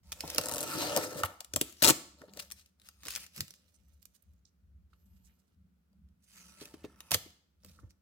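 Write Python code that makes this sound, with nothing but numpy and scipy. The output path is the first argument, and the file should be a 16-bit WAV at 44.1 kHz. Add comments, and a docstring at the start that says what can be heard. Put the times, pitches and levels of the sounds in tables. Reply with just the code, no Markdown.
"""Packing tape is peeled off a cardboard box in a stereo close-up, then crumpled; a thin squeak follows, and at last
a knife slits more tape. The glue lets go in snaps and a dense crackle: noise bursts that also excite the decaying
modes of the hollow box. Hands, knife and table push on the box, brushes are swelling noise, the squeak is a sine.
A small room answers with scattered echoes, over a wavering low hum of narrow noise bands and a faint hiss."""
import sys
import numpy as np
from scipy import signal
from scipy.fft import rfft, irfft
from scipy.io import wavfile
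from scipy.ndimage import uniform_filter1d

SR = 44100
rng = np.random.default_rng(int(sys.argv[2]) if len(sys.argv) > 2 else 0)


def gain_from_db(level_db):
    """Turn a decibel level (scalar or array-like) into a linear amplitude factor."""
    decades = np.asarray(level_db, float) / 20
    return 10 ** decades


def to_wav(s):
    """Save 16-bit WAV."""
    ch = np.atleast_2d(s).T  # columns
    pcm = np.round(np.clip(ch, -1, 1) * 32767)  # PCM
    wavfile.write(sys.argv[1], SR, pcm.astype(np.int16))


N = 353241  # samples

# spectrum radiated by tape: (frequency [Hz], relative density [dB per Hz])
TAPE_SPECTRUM = [(880, -17), (1500, -10), (3030, -6), (3280, -8), (4300, -6), (6690, -7.5), (7620, -8.5),
                 (11300, -11.5), (14500, -11), (16000, -16.5), (16500, -35)]
# modes of the hollow box: (frequency [Hz], width before the damping factor [Hz], envelope peak [dB])
BOX_MODES = [(97, 44, -14), (159.3, 42, -13.5), (200, 44, -17), (314.4, 110, 1), (400, 77, -11),
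             (503.2, 67, -6.5), (579, 93, -5.5), (731, 77, -10.5), (905.5, 150, -2.5), (1060, 52, -14),
             (1188.6, 95, -13), (1340, 250, 2.5), (1750, 180, -4), (2100, 88, -15)]
# where the hands work: (time [s], delay of the left behind the right in the treble [samples],
# level difference left-right [dB])
HANDS = [(0, 7.5, -1), (.4, -9.5, 0), (1.3, -11, 4), (1.8, -13.5, 4.5), (2.9, -9, 3), (3.3, 7.5, 0),
         (4.2, 11, -17), (5.4, 11, -8.5), (5.8, 5.5, -9.5), (6.5, 6.5, -2.5), (7.1, -4.5, -3), (8, 7, -5.5)]


def evened(x):
    """Normalises mean power: scales to rms 1."""
    return x / np.sqrt(np.mean(x ** 2) + 1e-20)


def read(points, hz):
    """Interpolates a spectrum on a logarithmic frequency axis."""
    f, value = np.transpose(points)
    return np.interp(np.log(hz + 1), np.log(f + 1), value)


def add(mix, s, sound):
    """Superposition: adds a sound to the mix from time s."""
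    part = mix[..., round(s * SR):][..., :sound.shape[-1]]
    part += sound[..., :part.shape[-1]]


def sides(db):
    """Interaural level difference: gains of left and right, split evenly."""
    return gain_from_db(np.array([db / 2, -db / 2]))


def hands_db(s):
    """Level difference left-right [dB] that follows the hands."""
    times, _, difference_db = np.transpose(HANDS)
    return np.interp(s, times, difference_db)


def colour(x, points):
    """Linear-phase filtering by a short impulse response with the given spectrum."""
    hz = np.linspace(0, SR / 2, 257)
    gain = gain_from_db(read(points, hz)) * (hz < SR / 2)
    return signal.oaconvolve(x, signal.firwin2(255, hz, gain, fs=SR)[None], "same", axes=1)


def resonate(x, hz, width):
    """A single-pole complex resonator, of gain 1 at its centre."""
    r = np.exp(-np.pi * width / SR)
    return 2 * signal.lfilter([1 - r], [1, -r * np.exp(2j * np.pi * hz / SR)], x).real


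def background(apart=0.31, steady=0.14, waver_db=3):
    """Partial coherence: two narrow low bands nearly alike on both sides, and a hiss independent on each."""
    # swells of the hum: (middle [s], full width at 1/e [s], lower band level [dB], upper band level [dB])
    swells = [(0.078, .15, -59, -73.5), (.3, 0.23, -56, -71), (1.6, 0.19, -60, -81.5),
              (2.017, 0.35, -70, -73), (2.36, 0.17, -74, -66), (2.545, 0.18, -67, -82.5),
              (3.104, 0.3, -65.5, -81.5), (3.885, 0.26, -67, -85), (4.318, 0.13, -63.5, -76.5),
              (4.769, 0.28, -59.5, -75), (5.17, 0.26, -62, -73), (5.602, 0.13, -63.5, -73),
              (6.056, 0.22, -65, -67.5), (6.5, 0.33, -76, -69), (6.875, 0.37, -67.5, -75),
              (7.26, 0.12, -64.5, -70), (7.694, 0.11, -61, -66.5), (7.836, 0.12, -56.5, -70)]
    # hum bands: (frequency [Hz], width of each of three resonators in series [Hz])
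    hum_bands = [(67, 36), (182, 66)]
    # hum between swells: (lower band level [dB], upper band level [dB])
    rest_levels = (-76.5, -79.5)
    # hiss, kept above 250 Hz only: (frequency [Hz], relative density [dB per Hz])
    hiss_spectrum = [(12, -41), (20, -11), (32, -11), (65, 3), (94, -17), (184, -17), (297, -37),
                     (939, -50), (1470, -46), (1650, -51), (10000, -60.5), (13000, -56.5), (16500, -59)]
    hiss_db = -83

    middle, length, *levels = np.transpose(swells)
    t = np.arange(0, N / SR + .02, .01)[:, None]
    swell = np.exp(-(2 * (t - middle) / length) ** 2)
    noise, hum = rng.standard_normal((5, N)), 0
    for db, rest_db, (hz, width) in zip(levels, rest_levels, hum_bands):
        band = noise[0] + apart * noise[1:3]
        for _ in range(3):
            band = resonate(band, hz, width)
        # partly flattens the fluctuation natural to narrow noise
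        power = uniform_filter1d((band ** 2).mean(0), 3000)
        band = band / (power + 1e-12) ** (steady / 2)
        waver = gain_from_db(waver_db * evened(uniform_filter1d(rng.standard_normal(len(t)), size=8)))
        envelope = gain_from_db(rest_db) * waver + swell @ gain_from_db(db)
        hum = hum + np.interp(np.arange(N) / SR, t[:, 0], envelope) * evened(band)
    hz = np.fft.rfftfreq(N, 1 / SR)
    hiss = irfft(rfft(noise[3:]) * gain_from_db(read(hiss_spectrum, hz)) * (hz > 250), N)
    return hum + gain_from_db(hiss_db) * evened(hiss)


def room(x, early_db=-9, early_ms=6.3, late_db=-15, mono_hz=800):
    """Reverberation: sparse taps of random sign, as close echoes off table and hands, then as a decaying tail."""
    # (frequency [Hz], time to decay by 60 dB [s])
    decay_times = [(250, .45), (700, 0.55), (1800, 0.49), (4600, 0.53), (12000, .36)]
    taps = np.zeros((2, SR))
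    at = np.arange(40, SR - 20, 20) + rng.integers(0, 20, (2, (SR - 41) // 20))
    np.put_along_axis(taps, at, rng.choice([-1., 1.], at.shape), 1)
    early = taps * np.exp(-np.arange(SR) * 1000 / SR / early_ms)
    hz, t, z = signal.stft(taps, SR, nperseg=256)
    # long waves reach both sides nearly alike
    z = np.where(hz[:, None] < mono_hz, (z + 0.7 * z[::-1]) / np.sqrt(2), z)
    z = z * gain_from_db(-60 * t / read(decay_times, hz)[:, None])
    late = signal.istft(z, SR, nperseg=256)[1][:, :SR]
    early = gain_from_db(early_db) * early / np.linalg.norm(early[0])
    late = gain_from_db(late_db) * late / np.linalg.norm(late[0])
    return signal.fftconvolve(x.mean(0)[None], early + late, axes=1)[:, :N]


def spaced(x, broad_hz=1400, narrow_hz=2400):
    """Time difference of arrival: treble from the hands reaches one side first, the wide box both nearly together."""
    times, samples, _ = np.transpose(HANDS)
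    hz, t, z = signal.stft(x, SR, nperseg=512, noverlap=384)
    share = np.interp(hz, [0, broad_hz, narrow_hz], [.4, .3, 1])[:, None]
    lag = np.interp(t, times, samples) / SR * share
    half_turns = np.array([1, -1])[:, None, None] * hz[:, None] * lag  # half the lag on each side
    return signal.istft(z * np.exp(-1j * np.pi * half_turns), SR, nperseg=512, noverlap=384)[1][:, :N]


def modes(damping=0.71):
    """Modal decay: each box mode is a damped sine with a soft start."""
    hz, width, db = np.transpose(BOX_MODES)[:, :, None]
    t = np.arange(3000) / SR
    u = np.pi * width * damping * t
    return gain_from_db(db) * u * np.exp(1 - u) * np.sin(2 * np.pi * hz * t)


def struck(force, rings, near_hz, reach_octaves=0.74, favour_db=14):
    """Modal excitation: where the box is struck decides which modes answer most; peak 1."""
    away = np.log2(np.array(BOX_MODES)[:, 0] / near_hz) / reach_octaves
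    ring = signal.fftconvolve(force, gain_from_db(favour_db * np.exp(-away ** 2)) @ rings)
    return ring / abs(ring).max()


def favour(x, centre_hz, db, octaves, fall_db):
    """Radiation spectrum of tape, with one band lifted and what lies below it thinned (fall_db per octave)."""
    hz = np.fft.rfftfreq(x.shape[1], 1 / SR)
    away = np.log2((hz + 1) / centre_hz)
    lift_db = db * np.exp(-(away / octaves) ** 2)
    gain_db = read(TAPE_SPECTRUM, hz) + lift_db + fall_db * np.minimum(away, 0)
    return irfft(rfft(x) * gain_from_db(gain_db), x.shape[1])


def whistle(wobble_hz=30):
    """Frequency modulation: a thin high squeak is a sine of gliding, slightly unsteady pitch."""
    # (time [s], frequency [Hz], rms level [dB])
    glide = [(4.95, 11300, -95), (5.0, 12700, -83.5), (5.06, 12950, -79.5), (5.17, 12720, -83.5),
             (5.233, 11940, -85.5), (5.27, 13000, -84.5), (5.31, 13600, -79), (5.35, 12600, -85.5),
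             (5.39, 11300, -96.5)]
    s, hz, db = np.transpose(glide)
    t, out = np.arange(s[0], s[-1], 1 / SR), np.zeros(N)
    wobble = wobble_hz * evened(uniform_filter1d(rng.standard_normal(len(t)), 200))
    phase = 2 * np.pi * np.cumsum(np.interp(t, s, hz) + wobble) / SR
    add(out, s[0], np.sqrt(2) * gain_from_db(np.interp(t, s, db)) * np.sin(phase))
    return out


def knocks(grit=0.48, damping=1.1, reach_octaves=0.4, favour_db=18):
    """Contact time: soft blows are rounded, gritty pushes; the longer the contact, the fewer high modes ring."""
    # blows of hand, knife and table: (time [s], peak level [dB], contact time [ms], box mode nearest [Hz])
    blows = [(0.237, -32.5, 1.5, 900), (0.239, -44, 4, 160), (0.383, -41, 2.8, 133),
             (0.749, -38.5, 2.7, 183), (0.963, -38, 2.3, 176), (1.151, -41.5, 2.8, 183),
             (1.231, -36, 7.7, 97), (1.533, -44.5, 4.6, 97), (1.823, -36, 5.4, 150),
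             (1.899, -30.5, 3.6, 252.1), (2.212, -51.5, 0.36, 400), (2.235, -45.5, 1.2, 558),
             (2.282, -48, 0.26, 400), (2.362, -49.5, 1.3, 400), (3.373, -47, 2.7, 191),
             (3.388, -46.5, 2.1, 194), (3.421, -50, 3.1, 193), (3.399, -42, 4.16, 121.7),
             (4.931, -58, 0.11, 1295), (6.615, -39, 1.1, 384), (6.74, -38, 0.37, 330),
             (6.843, -32, 0.64, 386), (7.112, -37.5, 3.9, 129), (7.142, -39, 5.2, 97),
             (7.16, -51.5, 3, 160), (7.1445, -32, 0.18, 1600), (7.261, -47, 1.24, 280),
             (7.646, -59.5, 1.43, 465), (7.789, -51, 0.21, 1300), (7.83, -45.5, 2.56, 108.5)]
    out, rings = np.zeros(N), modes(damping)
    for (s, db, ms, box_hz), noise in zip(blows, rng.standard_normal((len(blows), 3000))):
        u = np.arange(3000) * 1000 / SR / max(ms, .05)  # time in contacts
        push = np.sin(np.pi * np.minimum(u, 1)) ** 2 + grit * noise * np.exp(-u / 2)
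        add(out, s, gain_from_db(db) * struck(push, rings, box_hz, reach_octaves, favour_db))
    return out


def brushes(unlike=0.72, lumpy_db=3):
    """Friction noise: tape, skin and blade brush past as lumpy noise under a smooth swell."""
    # (middle [s], length, held to at least 300 samples [ms], rms level before the swell [dB],
    # favoured band [Hz], lift of that band [dB])
    strokes = [(0.821, 65, -36, 4400, 6), (1.037, 56, -41.5, 7400, 7), (1.192, 86, -44, 3120, -5),
               (1.255, 25, -36.5, 5230, -11.5), (2.293, 37, -65.5, 3560, 25), (2.398, 23, -37.5, 2780, 4),
               (2.593, 94, -60, 5000, 3.5), (2.867, 50, -60.5, 4150, -0.5), (3.171, 50, -47, 5400, -20.5),
               (3.559, 42, -67, 5980, 17.5), (3.69, 64, -77, 4020, -1.5), (3.885, 7.7, -73.5, 12800, 14.5),
               (3.939, 30.5, -78.5, 10000, 9.5), (4.337, 7.6, -78.5, 12700, 13.5), (5.48, 29, -84, 8020, 6),
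               (6.089, 6.2, -80, 6000, 1), (3.754, 45, -69, 7730, 29), (4.025, 22, -68.5, 7990, 10),
               (4.156, 43, -68, 8980, 6.5), (4.226, 12, -70.5, 13550, 21), (4.454, 7.9, -63.5, 5500, 36),
               (4.476, 67, -80, 5440, 23), (5.3, 130, -81, 2166, 23), (4.936, 10, -72, 2453, 14.5),
               (5.064, 30, -80.5, 10000, 9), (5.169, 37, -78, 8580, -2), (5.264, 70, -69.5, 7940, 13),
               (5.399, 41, -78, 9030, 6.5), (6.241, 48, -71, 8170, 12), (6.619, 59, -51, 3490, 4.5),
               (6.743, 24, -57, 2380, 5), (6.848, 37, -55.5, 2360, 12.5), (7.8, 28, -71, 7790, 5.5),
               (7.906, 36, -69.5, 5760, 13.5)]
    out = np.zeros((2, N))
    for (s, ms, db, hz, band_db), noise in zip(strokes, rng.standard_normal((len(strokes), 4, 6000))):
        size = int(np.clip(ms * SR / 1000, 300, 6000))
        noise = noise[:, :size]
        lumps = gain_from_db(lumpy_db * evened(uniform_filter1d(noise[3], 60)))
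        rub = favour(lumps * (noise[0] + unlike * noise[1:3]), hz, band_db, 1.0, 1)
        sound = evened(rub) * np.hanning(size)
        add(out, s - size / SR / 2, gain_from_db(db) * sides(hands_db(s))[:, None] * sound)
    return out


def peel(per_s=3000, spread_db=-0.5, tail_ms=0.29, bump_db=4, bump_octaves=0.076, unlike=1.0,
         reach_octaves=0.5, favour_db=11, patchy_db=2.5):
    """Shot noise: tiny random releases radiate from the free tape, which favours one band, and drive the box."""
    # peeling, ripping and rubbing, one table a stretch:
    # (time [s], crackle level [dB], favoured band [Hz], box level [dB], box mode nearest [Hz])
    stretches = [
        [(.03, -73.5, 4770, -79, 860), (.31, -46.5, 5575, -51.5, 610), (.41, -48.5, 5826, -49, 486),
         (.47, -49, 7080, -45, 600), (.53, -47.5, 7430, -48, 780), (.58, -48, 7600, -51, 600),
         (.66, -41.5, 5384, -39, 345), (.72, -40.5, 4770, -42.5, 1260), (.78, -38.5, 4565, -35, 340),
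         (.86, -40.5, 4700, -40, 715), (.94, -41.5, 5520, -34.5, 633), (1.09, -47.5, 6760, -44, 436),
         (1.2, -53, 5070, -40.5, 463), (1.34, -64, 3760, -59.5, 833), (1.5, -94.5, 5994, -97, 890)],
        [(1.51, -73.5, 5390, -71, 800), (1.7, -56, 4490, -67, 1220), (1.76, -66.5, 5500, -105, 1000),
         (1.82, -54, 5550, -57, 1200)],
        [(1.82, -31.5, 7277, -42, 590), (1.855, -27, 8104, -32.5, 870), (1.868, -34.5, 7100, -29.5, 516),
         (1.912, -24, 7876, -32.5, 340)],
        [(2.18, -67.5, 4320, -64.5, 500), (2.3, -76.5, 4500, -69, 700), (2.41, -53, 3333, -62, 565),
         (2.5, -74.5, 5900, -80.5, 710), (2.7, -78.5, 6260, -86.5, 400)],
        [(2.78, -88, 4000, -87.5, 400), (2.85, -69, 4460, -85.5, 600), (2.98, -75, 4640, -86.5, 1204),
         (3.11, -44.5, 5140, -77, 498), (3.24, -52.5, 5800, -69, 1300), (3.31, -78, 6015, -92, 500),
         (3.372, -46.5, 5490, -67, 600), (3.51, -77, 5570, -83, 497), (4.4, -93.5, 6550, -97, 597)],
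        [(4.9, -90, 3003, -87, 400), (5.25, -84.5, 2592, -89.5, 804), (5.55, -91.5, 2970, -87, 350)],
        [(6.2, -93.5, 7770, -104.5, 700), (6.29, -70, 7945, -91.5, 695), (6.38, -59.5, 7037, -69, 1300),
         (6.54, -67, 5277, -72, 1290), (6.63, -61.5, 4300, -62.5, 2030), (6.74, -69, 3145, -68.5, 685),
         (6.87, -77, 2730, -70.5, 1980), (7.106, -68, 5088, -68, 1100)],
        [(7.106, -46, 3823, -54, 700), (7.125, -37, 2770, -47.5, 710), (7.138, -29, 5520, -47, 655),
         (7.147, -24, 7560, -56, 647), (7.157, -46.5, 5080, -64, 300)],
        [(7.6, -84, 4930, -96, 500), (7.69, -64.5, 5318, -86, 1194), (7.8, -78, 6160, -72, 450),
         (8.0, -101, 5387, -86, 300)],
    ]
    # bands that stand out while the knife rubs the tape: (frequency [Hz], half width at 1/e in dB [Hz], lift [dB])
    blade_bands = [(1360, 170, 3), (2390, 600, 6.3), (4940, 400, 3.7), (6040, 360, 5.5), (7990, 400, 2.7),
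                   (9800, 1100, 7.4)]
    # when the knife rubs: (start [s], end [s])
    blade_span = (6.1, 7.1)

    size = gain_from_db(spread_db * np.minimum(rng.exponential(1, N), 4)) * (rng.random(N) < per_s / SR)
    noise, t = rng.standard_normal((4, N)), np.arange(N) / SR
    busy = signal.lfilter([1], [1, -np.exp(-1000 / SR / tail_ms)], size)

    releases = colour(busy * (noise[0] + unlike * noise[1:3]), TAPE_SPECTRUM)
    hz, frames, z = signal.stft(releases, SR, nperseg=256)
    favoured_hz = np.interp(frames, *np.vstack(sorted(stretches))[:, [0, 2]].T)
    away = np.log2((hz[:, None] + 1) / favoured_hz) / bump_octaves
    # random patches in time and frequency make the crackle uneven
    patches = uniform_filter1d(uniform_filter1d(rng.standard_normal(z.shape[1:]), 4, 0), 16, 1)
    z = z * gain_from_db(bump_db * np.exp(-away ** 2) + patchy_db * evened(patches))
    blade_db = sum(db * np.exp(-((hz - f) / width) ** 2) for f, width, db in blade_bands)
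    z = z * gain_from_db(np.outer(blade_db, (frames > blade_span[0]) & (frames < blade_span[1])))
    crackle = evened(signal.istft(z, SR, nperseg=256)[1][:, :N]) * sides(hands_db(t))

    drive = busy * (noise[3] + unlike / 2 * noise[1:3])
    body = np.array([signal.oaconvolve(drive, ring[None])[:, :N] for ring in modes()])
    power = (body ** 2).mean((1, 2))
    out = np.zeros((2, N))
    for rows in stretches:
        s, crackle_db, _, box_db, near_hz = np.transpose(rows)
        at = np.arange(round(s[0] * SR), min(round(s[-1] * SR), N))
        edge = signal.windows.tukey(len(at), 200 / len(at))
        # the spot pulled picks the modes
        near = np.exp(-(np.log2(np.array(BOX_MODES)[:, :1] / near_hz) / reach_octaves) ** 2)
        share = gain_from_db(favour_db * np.array([np.interp(t[at], s, mode) for mode in near]))
        rung = (share[:, None] * body[:, :, at]).sum(0) / np.sqrt(power @ share ** 2)
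        crackle_gain, box_gain = (gain_from_db(np.interp(t[at], s, db)) for db in (crackle_db, box_db))
        out[:, at] += edge * (crackle_gain * crackle[:, at] + box_gain * rung)
    return out


def stutter():
    """Stick-slip: a second tick that shakes the box more answers each first; the gap closes as the pull speeds up."""
    # first tick of each pair (start of the faint lead-in [s])
    firsts = [.4574, .4848, .5132, .5372, .5586, .5811, .606, .6285]
    # to the second tick: (first pair [ms], last pair [ms])
    gap_ms = (9.8, 6.3)
    # first and second tick: (peak level before panning [dB], favoured band [Hz], box ring re peak [dB],
    # box mode nearest [Hz])
    tick = (-20.5, 7596, -15, 586)
    tock = (-24.5, 9396.5, -10, 600.5)
    gaps = np.interp(firsts, [firsts[0], firsts[-1]], gap_ms) / 1000
    return [(s, *tick) for s in firsts] + [(s + gap, *tock) for s, gap in zip(firsts, gaps)]


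def snaps(lead_ms=1.0, lead_db=-13, rise_ms=0.18, fast_ms=0.98, slow_ms=2.2, slow_db=-12, peak_db=7,
          shake_ms=0.98, unlike=0.76, damping=1.3, left_db=2, scatter_db=3, onset_s=.0008,
          fall_db=2.4, thin_db=6):
    """Impulsive excitation: the glue lets go in a burst that dies in two steps; the jolt rings the box."""
    # clear releases of glue and folds of tape: (start of the faint lead-in [s]; the burst follows onset_s later,
    # peak level before panning [dB], favoured band [Hz], box ring re peak [dB], box mode nearest [Hz])
    releases = [(0.1196, -23, 2520, -21, 1480), (0.1261, -23, 3330, -33, 608),
                (0.2059, -20, 5540, -32, 581), (0.2768, -30.5, 4830, -9.5, 525),
                (0.3007, -22, 5570, -35, 576), (0.3466, -23, 13300, -18, 546),
                (0.3594, -25, 3330, -14, 301), (0.3815, -8.5, 5280, -14.5, 525),
                (0.412, -23.5, 7990, -16, 573), (0.436, -24, 7520, -11.5, 586),
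                (0.8205, -26, 4620, -4.5, 624), (0.9632, -10, 12500, -11, 614),
                (0.9724, -8, 12100, -10.5, 560), (1.0374, -29, 7270, -2.5, 1180),
                (1.2341, -17, 2930, -1.5, 1310), (1.4052, -25.5, 6800, -21, 700),
                (1.4456, -33.5, 7340, -31, 633), (1.5364, -20.5, 7160, -17, 390),
                (1.5609, -9.5, 7500, -18.5, 535), (1.6122, -9.5, 7870, -15.5, 304),
                (1.725, -43.5, 4500, -24, 1384), (1.8223, -11, 4040, -14.5, 445),
                (1.8264, -6, 14600, -22.5, 487), (1.8344, -12, 5240, -38, 950),
                (1.8384, -6.5, 4900, -27, 460), (1.8447, -2.5, 7820, -21, 369),
                (1.8504, -7.5, 5290, -18, 310), (1.8644, -9.5, 7500, -13, 331),
                (1.8736, -9.5, 7730, -14.5, 350), (1.8795, -8, 7730, -15, 320),
                (1.8834, -10, 7530, -18, 650), (1.8874, -3, 7460, -18, 1280),
                (1.8924, -8.5, 7500, -11, 1330), (1.8994, -4.5, 7610, -18, 304.2),
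                (1.9044, -11, 4410, -7.5, 308), (2.2159, -44.5, 2520, 3, 550),
                (2.3356, -39.5, 4860, -20, 272), (2.372, -31.5, 4150, -13.5, 590),
                (2.4239, -37.5, 4940, -31, 1520), (2.5024, -38, 5100, -19.5, 1310),
                (2.5124, -32, 3420, -28, 1210), (2.5192, -26, 8730, -29, 1410),
                (2.6599, -48, 4980, -42.5, 360), (2.798, -49, 3730, -29.5, 549),
                (2.8165, -47, 3740, -34, 299), (2.8464, -57.5, 4480, -16.5, 543),
                (2.8868, -34.5, 3840, -17.5, 1420), (3.033, -36, 3930, -15.5, 1480),
                (3.0525, -30, 3780, -22.5, 1010), (3.0594, -32, 5290, -12, 493),
                (3.0684, -29.5, 4930, -22, 497), (3.0829, -23, 2850, -21.5, 1360),
                (3.1053, -25, 13200, -43, 1500), (3.1514, -24, 5750, -34, 1470),
                (3.1597, -18, 5330, -35, 1300), (3.264, -36.5, 5170, -41, 1510),
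                (3.3618, -34.5, 12300, -32, 1350), (3.3777, -32.5, 5060, -23, 270),
                (3.4057, -16.5, 5030, -39, 550), (3.48, -38.5, 8470, -35, 1560),
                (3.5059, -34.5, 5560, -28, 288), (3.5379, -43, 5300, -41, 483),
                (3.7429, -57.5, 7680, -26.5, 453), (4.0267, -47.5, 12420, -35.5, 366),
                (4.0542, -42, 12580, -43, 307), (5.9294, -67.5, 4774, -8, 633),
                (6.4881, -52, 5710, -23, 1350), (6.6543, -35, 6210, -17.5, 296),
                (7.0045, -30, 2720, -22, 1570), (7.1084, -19, 14000, -23.5, 660),
                (7.1162, -10.5, 5560, -19, 840), (7.1437, -7.5, 5000, -22, 464),
                (7.3033, -51.5, 7250, -18, 466), (7.634, -50.5, 5220, -14, 484),
                (7.6465, -39, 4740, -17.5, 272), (7.6608, -47.5, 8130, -15.5, 320),
                (7.6954, -53, 2100, -13, 470), (7.9064, -50.5, 5680, -28.5, 326)]
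    ms, out, rings = np.arange(-300, 1200) * 1000 / SR, np.zeros((2, N)), modes(damping)
    rows = [(*row, fall_db) for row in releases]
    rows += [(*row, thin_db) for row in stutter()]  # stutter ticks are thin
    after = np.maximum(ms, 0)
    fade = (1 - np.exp(-after / rise_ms)) * np.exp(-after / fast_ms)
    fade = fade + gain_from_db(slow_db) * np.exp(-after / slow_ms)
    fade = np.where(ms < 0, gain_from_db(lead_db) * np.exp(ms / lead_ms), fade)
    draws = rng.standard_normal((len(rows), 4, len(ms)))
    for (s, db, hz, kick_db, box_hz, below_db), noise in zip(rows, draws):
        # each burst differs partly between the sides; its place scatters at random around the hands
        burst = favour((noise[0] + unlike * noise[1:3]) * fade, hz, peak_db, 0.088, below_db)
        burst = gain_from_db(db) * burst / abs(burst).max()
        pan_db = hands_db(s) + left_db + scatter_db * noise[3, 0]
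        add(out, s + onset_s + ms[0] / 1000, sides(pan_db)[:, None] * burst)
        jolt = noise[3, 300:] * np.exp(-ms[300:] / shake_ms)
        add(out, s + onset_s, gain_from_db(db + kick_db) * struck(jolt, rings, box_hz))
    return out


def scene():
    """Superposition of direct sound, room and background."""
    near = snaps() + knocks() + brushes() + peel() + whistle()
    return spaced(near) + room(near) + background()


def top_cut(x):
    """Nothing passes above the cut-off."""
    return signal.sosfilt(signal.butter(12, 16970, fs=SR, output="sos"), x)


def record(dry):
    """High-pass response: the microphones lose deep bass."""
    heard = signal.sosfilt(signal.butter(3, 52, "high", fs=SR, output="sos"), dry)
    return top_cut(heard)


dry = scene()
out = record(dry)
to_wav(out)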